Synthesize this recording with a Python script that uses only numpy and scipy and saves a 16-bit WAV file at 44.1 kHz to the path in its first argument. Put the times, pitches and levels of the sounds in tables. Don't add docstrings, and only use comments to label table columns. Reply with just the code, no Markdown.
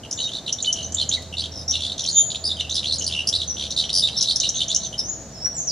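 import sys
import numpy as np
from scipy import signal
from scipy.fft import rfft, irfft
from scipy.io import wavfile

SR = 44100
rng = np.random.default_rng(int(sys.argv[2]) if len(sys.argv) > 2 else 0)


def unload_audio(sound):
    columns = np.transpose(np.atleast_2d(sound))
    steps = np.round(np.clip(columns, -1, 1) * 32767)
    wavfile.write(sys.argv[1], SR, steps.astype(np.int16))


N = 252163
TIME = np.arange(N) / SR


def undb(db):
    return 10 ** (np.asarray(db) / 20)


def unit(x):
    return x / np.sqrt(np.mean(x ** 2))


def gain_at(hz, points):
    f, db = np.transpose(points)
    return undb(np.interp(np.log(np.maximum(hz, 1)), np.log(f), db))


def colour(x, points):
    size = x.shape[-1]
    return irfft(rfft(x) * gain_at(np.fft.rfftfreq(size, 1 / SR), points), size)


def walk(rate, size=N):
    steps = rng.standard_normal(int(size * rate / SR) + 2)
    return 1.039 * np.interp(np.arange(size) * rate / SR, np.arange(len(steps)), steps)


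def add(out, start, x):
    i = max(int(start * SR), 0)
    out[i:i + len(x)] += x[:max(N - i, 0)]


def glide(rows):
    s, *columns = np.transpose(rows)
    t = np.arange(s[0], s[-1], 1 / SR)
    edge_s = np.minimum(t - s[0], s[-1] - t)
    gate = np.sin(np.pi / 2 * np.clip(edge_s / .0021, 0, 1)) ** 2
    return s[0], gate, [np.interp(t, s, c) for c in columns]


def phase_of(hz):
    return 2 * np.pi * np.cumsum(hz) / SR


def close_pair(mid, side, width_db):
    side = colour(side, [(300, -24), (1500, -17.5), (3500, -12.5), (6000, 0), (12000, -2.5)])
    side *= undb(width_db)
    return np.array([mid + side, mid - side])


def forest_air():
    # frequency in Hz, relative density in dB.
    rumble = [(20, -15.5), (110, 3.5), (220, -0.5), (400, -8), (530, -5), (680, -5.5), (780, -9.5),
              (1050, -17), (1700, -19.5), (2600, -28.5), (5000, -41.5)]
    hiss = [(1500, -5), (4000, 8), (7000, 7), (15000, -31)]
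    out = np.zeros((2, N))
    for spectrum, db, width_db in ((rumble, -41, 3), (hiss, -53, 3.5)):
        mid, side = unit(colour(rng.standard_normal((2, N)), spectrum))
        out += close_pair(mid, side, width_db) * undb(db + .6 * walk(7))
    return out


def motor(gain_db, wobble):
    # time in seconds, firing rate in Hz, relative level in dB.
    course = [(0, 80, -60), (.68, 82, -50), (.88, 82, -38), (1.88, 82, -37.5), (2.02, 82, -56),
              (2.5, 81, -38.5), (3.35, 79, -40), (4.25, 63, -47.5), (5.72, 62, -47)]
    s, *columns = np.transpose(course)
    hz, db = (np.interp(TIME, s, c) for c in columns)
    level = undb(db + gain_db + 1.3 * walk(14))
    return level * unit(np.sin(phase_of(hz * (1 + wobble * walk(29)))))


def whine(hz, db, wobble, swell_db, swell_at_s, swell_s):
    swell = swell_db * np.exp(-((TIME - swell_at_s) / swell_s) ** 2)
    level = undb(db + swell + 3 * walk(4))
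    return level * np.sin(phase_of(hz * (1 + wobble * walk(24))))


def syrinx(hz, second_db, third_db):
    # frequency in Hz, gain in dB.
    throat = [(2400, -1.5), (3000, -0.5), (3850, 0.5), (5000, -1.5), (6300, 3), (7200, -3), (8200, -12.5),
              (9400, 3.5), (10300, -2.5), (11400, -26), (15000, -39)]
    phase = phase_of(hz)
    return sum(undb(db) * gain_at(k * hz, throat) * (k * hz < SR / 2) * np.sin(k * phase)
               for k, db in enumerate((0, second_db, third_db), 1))


def trills(table, bend, ceiling_hz, scatter, scatter_db):
    scoops_per_s, faster_per_db, effort_db = 82, .022, -12
    crest, sag_db = .55, 9
    lowest_hz = 2737
    notes = []
    for (start, span, hz, climb, db), chance in zip(table, rng.standard_normal((len(table), 2, 16))):
        haste = 1 + faster_per_db * (db - effort_db)
        count = 1 + max(round(span * scoops_per_s * haste), 1)
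        along = (np.arange(count) + .5) / count
        sag = sag_db * (2 * (along - crest)) ** 2
        pitch = np.maximum(hz * (1 + climb * (along - .5) + scatter * chance[0, :count]), lowest_hz)
        level = db - sag + sag.min() + scatter_db * chance[1, :count]
        bends = np.minimum(bend, ceiling_hz / pitch - 1)
        notes += zip(np.linspace(start, start + span, count), pitch, level, bends)
    return notes


def scoops(notes, length_s, dip, skew, sharp, second_db, third_db, rough,
           rasp_db, snap_db, snap_s, answer_hz, answer_db, answer_s):
    # frequency in Hz, gain in dB.
    rasp_colour = [(1500, -49), (2500, -42), (3800, 4.5), (6300, -2), (8200, -6.5), (9600, -1),
                   (11800, -36)]
    perch_db = -10
    out, rasps = np.zeros((2, N))
    t = np.arange(int(length_s * SR)) / SR
    along = t / t[-1]
    scoop = ((along - dip) / (1 - dip)) ** 2
    opening = np.abs(np.sin(np.pi * along ** skew))
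    widest_s = length_s * .5 ** (1 / skew)
    turbulence, flutter = rng.standard_normal(N), walk(2010)
    push, path, answer_drift, answer_swell = (walk(70) for _ in range(4))
    for s, pitch, db, bend in notes:
        start, i = s - widest_s, int(s * SR)
        force = abs(bend) * (1 + .17 * push[i])
        hz = pitch * (1 + np.sign(bend) * force * scoop)
        hz *= 1 + rough * force * flutter[i:i + len(t)]
        gate = opening ** (1 + sharp * force)
        snap = np.exp(-np.abs(t - widest_s) / snap_s)
        rasp = force * turbulence[i:i + len(t)] * (undb(rasp_db) * gate + undb(snap_db) * snap)
        add(rasps, start, undb(db) * rasp)
        note = undb(db) * gate * syrinx(hz, second_db, third_db)
        add(out, start, note)
        add(out, start + .005 + .003 * np.tanh(path[i]), undb(perch_db) * note)
        answer_pitch = answer_hz * (1 + .0425 * answer_drift[i]) * (1 + .11 * scoop)
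        answer = opening ** 2 * np.sin(phase_of(answer_pitch))
        add(out, start + answer_s, undb(db + answer_db + 3.5 * answer_swell[i]) * answer)
    return out + colour(rasps, rasp_colour)


def purrs():
    # start in seconds, length in seconds, pitch in Hz, climb as a share of the pitch,
    # relative level in dB.
    shallow_trills = [(.037, 0.014, 2950, -0.018, -31), (.19, 0.013, 2920, 0, -23.5),
                      (.282, 0.011, 3010, 0.072, -27), (.484, 0.0096, 2930, 0.051, -21),
                      (.744, 0.093, 2987, -0.0092, -24), (.831, 0.032, 6080, 0.031, -25),
                      (1.015, 0.011, 3064, -0.024, -19.5), (1.329, 0.012, 2900, -0.083, -25),
                      (1.522, 0.11, 5270, -0.0056, -26), (1.683, 0.014, 5590, 0.0068, -16.5),
                      (1.738, 0.0164, 2810, -0.033, -24.5), (2.443, 0.037, 4660, -0.0036, -12),
                      (2.494, 0.035, 3640, -0.049, -15.5), (2.571, .02, 2980, .08, -26.5),
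                      (2.607, .066, 2710, -0.027, -30), (3.013, 0.0097, 2920, -0.049, -26),
                      (3.138, .083, 2776, 0.053, -17), (4.027, .026, 3627, 0.033, -7.5),
                      (4.169, 0.019, 5200, -0.0086, -13.5), (4.438, 0.016, 2990, 0.0028, -20),
                      (4.55, 0.027, 6120, -0.0079, -22), (4.607, 0.01, 3030, 0.0086, -19),
                      (4.836, 0.033, 6040, 0.062, -22.5), (4.93, 0.014, 2940, 0.015, -24.5),
                      (4.983, 0.021, 5200, 0.025, -13)]
    notes = trills(shallow_trills, bend=.35, ceiling_hz=6800, scatter=.021, scatter_db=1.46)
    return scoops(notes, length_s=.0105, dip=.436, skew=1.1, sharp=3.2, second_db=-17, third_db=-21.5,
                  rough=.074, rasp_db=-14, snap_db=-3, snap_s=.0003,
                  answer_hz=3750, answer_db=-19, answer_s=.011)


def high_voice():
    # start in seconds, length in seconds, pitch in Hz, climb as a share of the pitch,
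    # relative level in dB.
    high_trills = [(.113, 0.016, 5170, 0.13, -17.5), (1.982, 0.039, 5520, -0.09, -21.5),
                   (2.042, 0.021, 5330, 0, -19), (2.099, .049, 6400, -0.011, -20.5),
                   (2.7, 0.018, 5700, 0.085, -23.5), (2.745, 0.021, 4680, 0.016, -15),
                   (2.926, 0.034, 4450, .05, -17.5), (2.987, .011, 6480, -0.068, -18),
                   (3.023, 0.021, 5380, .1, -18), (3.067, .012, 4270, -0.027, -13.5),
                   (3.275, 0.015, 4890, 0.112, -9.5), (3.708, 0.0074, 5390, 0.17, -22),
                   (3.931, 0.077, 4586, 0, -9.5), (4.211, 0.016, 5180, -0.074, -9),
                   (4.684, 0.016, 6220, 0.19, -18.5), (4.749, .015, 5410, .02, -9.5)]
    # time in seconds, pitch in Hz, relative level in dB, bend as a share of the pitch.
    chips = [(.528, 5470, -12.5, 0.31), (0.627, 7200, -13.5, -0.22), (.729, 5500, -12, 0.37),
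             (.924, 5970, -23.5, .6), (0.947, 7570, -9.5, -0.25), (1.093, 7020, -12, -0.27),
             (1.711, 5540, -11, 0.2), (4.361, 5020, -10, 0.38), (4.402, 5330, -10.5, 0.65),
             (4.492, 5550, -11.5, 0.38)]
    notes = trills(high_trills, bend=.515, ceiling_hz=7770, scatter=.018, scatter_db=.25) + chips
    return scoops(notes, length_s=.0095, dip=.45, skew=2.07, sharp=1.73, second_db=-12, third_db=-24,
                  rough=.044, rasp_db=-19.5, snap_db=6.5, snap_s=.00027,
                  answer_hz=3100, answer_db=-21.5, answer_s=.011)


def tones(notes, second_db, third_db, waver):
    out = np.zeros(N)
    for rows in notes:
        start, gate, (hz, db) = glide(rows)
        hz = hz * (1 + waver * walk(319, size=len(hz)))
        add(out, start, gate * undb(db) * syrinx(hz, second_db, third_db))
    return out


def whistles():
    # time in seconds, pitch in Hz, relative level in dB.
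    slides = [
        [(.13, 7700, -38), (.18, 6700, -34.5), (.27, 5600, -43)],
        [(3.476, 6300, -28.5), (3.505, 5760, -26.5), (3.535, 5870, -31)],
        [(3.74, 6600, -41), (3.82, 5850, -43), (3.895, 5570, -39)],
        [(5.035, 5700, -33), (5.08, 6480, -36), (5.098, 6785, -22.5), (5.15, 6790, -49)],
        [(5.32, 5950, -49), (5.355, 5340, -41), (5.4, 5240, -41), (5.46, 5790, -20.5), (5.52, 5800, -47)],
        [(5.543, 8050, -31), (5.565, 7200, -26.5), (5.592, 6480, -25.5), (5.625, 6130, -33)],
        [(5.672, 6030, -23), (5.688, 5600, -22.5), (5.702, 4700, -22.5), (5.718, 4670, -21)],
    ]
    return tones(slides, second_db=-47.5, third_db=-50, waver=.001)


def low_voice():
    # start in seconds, length in seconds, pitch in Hz, climb as a share of the pitch,
    # relative level in dB.
    low_trills = [(.178, 0.068, 3720, 0.1, -19.5), (.32, 0.067, 3550, 0.075, -20.5),
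                  (.466, 0.029, 3480, -0.19, -18.5), (.588, 0.017, 3570, 0.17, -23),
                  (.648, 0.013, 3440, 0.29, -17.5), (.744, .109, 3860, -0.095, -30),
                  (.972, 0.058, 3660, 0.19, -15), (1.116, .035, 3546, .2, -12.5),
                  (1.372, 0.037, 3850, .1, -14.5), (1.423, .036, 3186, 0.21, -19.5),
                  (1.728, 0.043, 3610, 0.028, -15), (1.793, 0.088, 3345, 0.18, -17.5),
                  (1.9, 0.021, 3630, .1, -18.5), (1.982, 0.028, 3360, .15, -19.5),
                  (2.038, 0.029, 3220, 0.22, -21), (2.077, 0.025, 3970, 0.16, -12.5),
                  (2.305, 0.014, 3510, -0.15, -20), (2.349, 0.0095, 3300, 0.44, -18.5),
                  (2.601, 0.0083, 3170, -0.42, -14), (2.697, 0.03, 3630, 0.12, -16.5),
                  (2.757, 0.038, 3510, 0.059, -14), (2.832, 0.067, 3536, 0.36, -15.5),
                  (2.913, 0.025, 3860, 0.08, -12), (3.1, 0.039, 3190, 0.23, -20),
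                  (3.329, 0.035, 3580, 0.17, -11), (3.388, 0.047, 3476, -0.17, -17),
                  (3.57, .098, 3230, 0.014, -19.5), (3.708, 0.017, 3610, -0.046, -20.5),
                  (3.766, 0.047, 3704, -0.028, -10.5), (3.827, 0.027, 3160, -0.13, -18.5),
                  (3.895, 0.0079, 3490, 0.24, -17.5), (4.062, .026, 3430, -0.29, -15.5),
                  (4.132, 0.17, 3770, 0.055, -19.5), (4.277, 0.047, 4010, .15, -10),
                  (4.407, 0.065, 3600, -0.041, -15), (4.545, 0.04, 3360, 0.19, -20),
                  (4.594, 0.04, 3490, -0.16, -14.5), (4.693, 0.036, 3370, 0.23, -16),
                  (4.805, 0.06, 3650, -0.072, -25)]
    notes = trills(low_trills, bend=.8, ceiling_hz=5260, scatter=.035, scatter_db=1)
    return scoops(notes, length_s=.0098, dip=.384, skew=1.4, sharp=1.9, second_db=-16, third_db=-27.5,
                  rough=.1, rasp_db=-10.5, snap_db=-9.5, snap_s=.00016,
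                  answer_hz=5700, answer_db=-19, answer_s=.00887)


def held_notes():
    # time in seconds, pitch in Hz, relative level in dB.
    notes = [
        [(.238, 3800, -24), (.255, 3730, -26.5), (.278, 3790, -27)],
        [(.667, 3105, -27), (.678, 3003, -15), (.698, 2994, -15), (.708, 3064, -18)],
        [(1.165, 2270, -41), (1.18, 1985, -33), (1.195, 1950, -49.5)],
    ]
    return tones(notes, second_db=-26, third_db=-26.5, waver=.0022)


def ticks():
    # start in seconds, resonance in Hz, level in dB, decay in seconds.
    cracks = [(1.223, 5500, -35.5, .003), (5.462, 1530, -37, 0.005)]
    out, t = np.zeros(N), TIME[:SR // 20]
    for start, hz, db, decay in cracks:
        crack = unit(colour(rng.standard_normal(len(t)), [(hz / 4, -30), (hz, 0), (hz * 3, -30)]))
        add(out, start, undb(db) * crack * np.exp(-t / decay))
    return out


def chord(upper_hz, lower_hz, waver, flutter_db):
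    # time in seconds, relative level in dB.
    effort = [(2.12, -38), (2.15, -21), (2.172, -9.5), (2.208, -9.5), (2.222, -18), (2.252, -32)]
    # multiple of the upper pitch, of the lower, gain in dB.
    coupled_tones = [(1, 0, -13.5), (0, 1, -21.5), (1, 1, -1.5), (0, 2, -11.5), (2, 0, -17), (1, 2, -26.5),
                     (2, 2, -46)]
    out = np.zeros(N)
    start, gate, (db,) = glide(effort)
    upper, lower = (phase_of(hz * (1 + waver * walk(900, size=len(db)))) for hz in (upper_hz, lower_hz))
    sound = sum(undb(tone_db) * np.sin(m * upper + n * lower) for m, n, tone_db in coupled_tones)
    add(out, start, gate * undb(db + flutter_db * walk(500, size=len(db))) * sound)
    return out


def direct(x, pan_db, lag_samples):
    turn = np.exp(2j * np.pi * np.fft.rfftfreq(N) * lag_samples / 2)
    spectrum = rfft(x)
    left = undb(pan_db / 2) * irfft(spectrum * turn, N)
    right = undb(-pan_db / 2) * irfft(spectrum / turn, N)
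    return np.array([left, right])


def forest(x, near_db, near_s, far_db, far_t60_s):
    t = TIME[:SR]
    spray = rng.standard_normal((2, SR)) * (rng.random((2, SR)) < .05)
    branches = spray * np.exp(-t / near_s) * (t > .002)
    trunks = rng.standard_normal((2, SR)) * undb(-60 * t / far_t60_s) * (1 - np.exp(-t / .011))
    echoes = (undb(near_db) * unit(branches) + undb(far_db) * unit(trunks)) / np.sqrt(SR)
    return signal.fftconvolve(x[None], close_pair(*echoes, width_db=-3.5), axes=1)[:, :N]


def scene():
    song = low_voice() + high_voice() + purrs() + held_notes()
    song += chord(upper_hz=3628, lower_hz=3196, waver=.008, flutter_db=1.3) + ticks()
    whistling = whistles()
    near = direct(song, pan_db=-1.3, lag_samples=.56)
    near += forest(song, near_db=-4, near_s=.021, far_db=-14, far_t60_s=.68)
    far = direct(whistling, pan_db=-.8, lag_samples=-2)
    far += forest(whistling, near_db=-1.5, near_s=.015, far_db=-3, far_t60_s=.735)
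    background = forest_air()
    drone = motor(gain_db=-1.5, wobble=.012)
    drone += whine(hz=659, db=-53.5, wobble=.0079, swell_db=11, swell_at_s=.8, swell_s=.16)
    return near + far + background + direct(drone, pan_db=-2.5, lag_samples=0)


def record(dry):
    return signal.sosfilt(signal.ellip(12, .2, 70, 15400, fs=SR, output="sos"), np.tanh(dry))


dry = scene()
out = record(dry)
unload_audio(out)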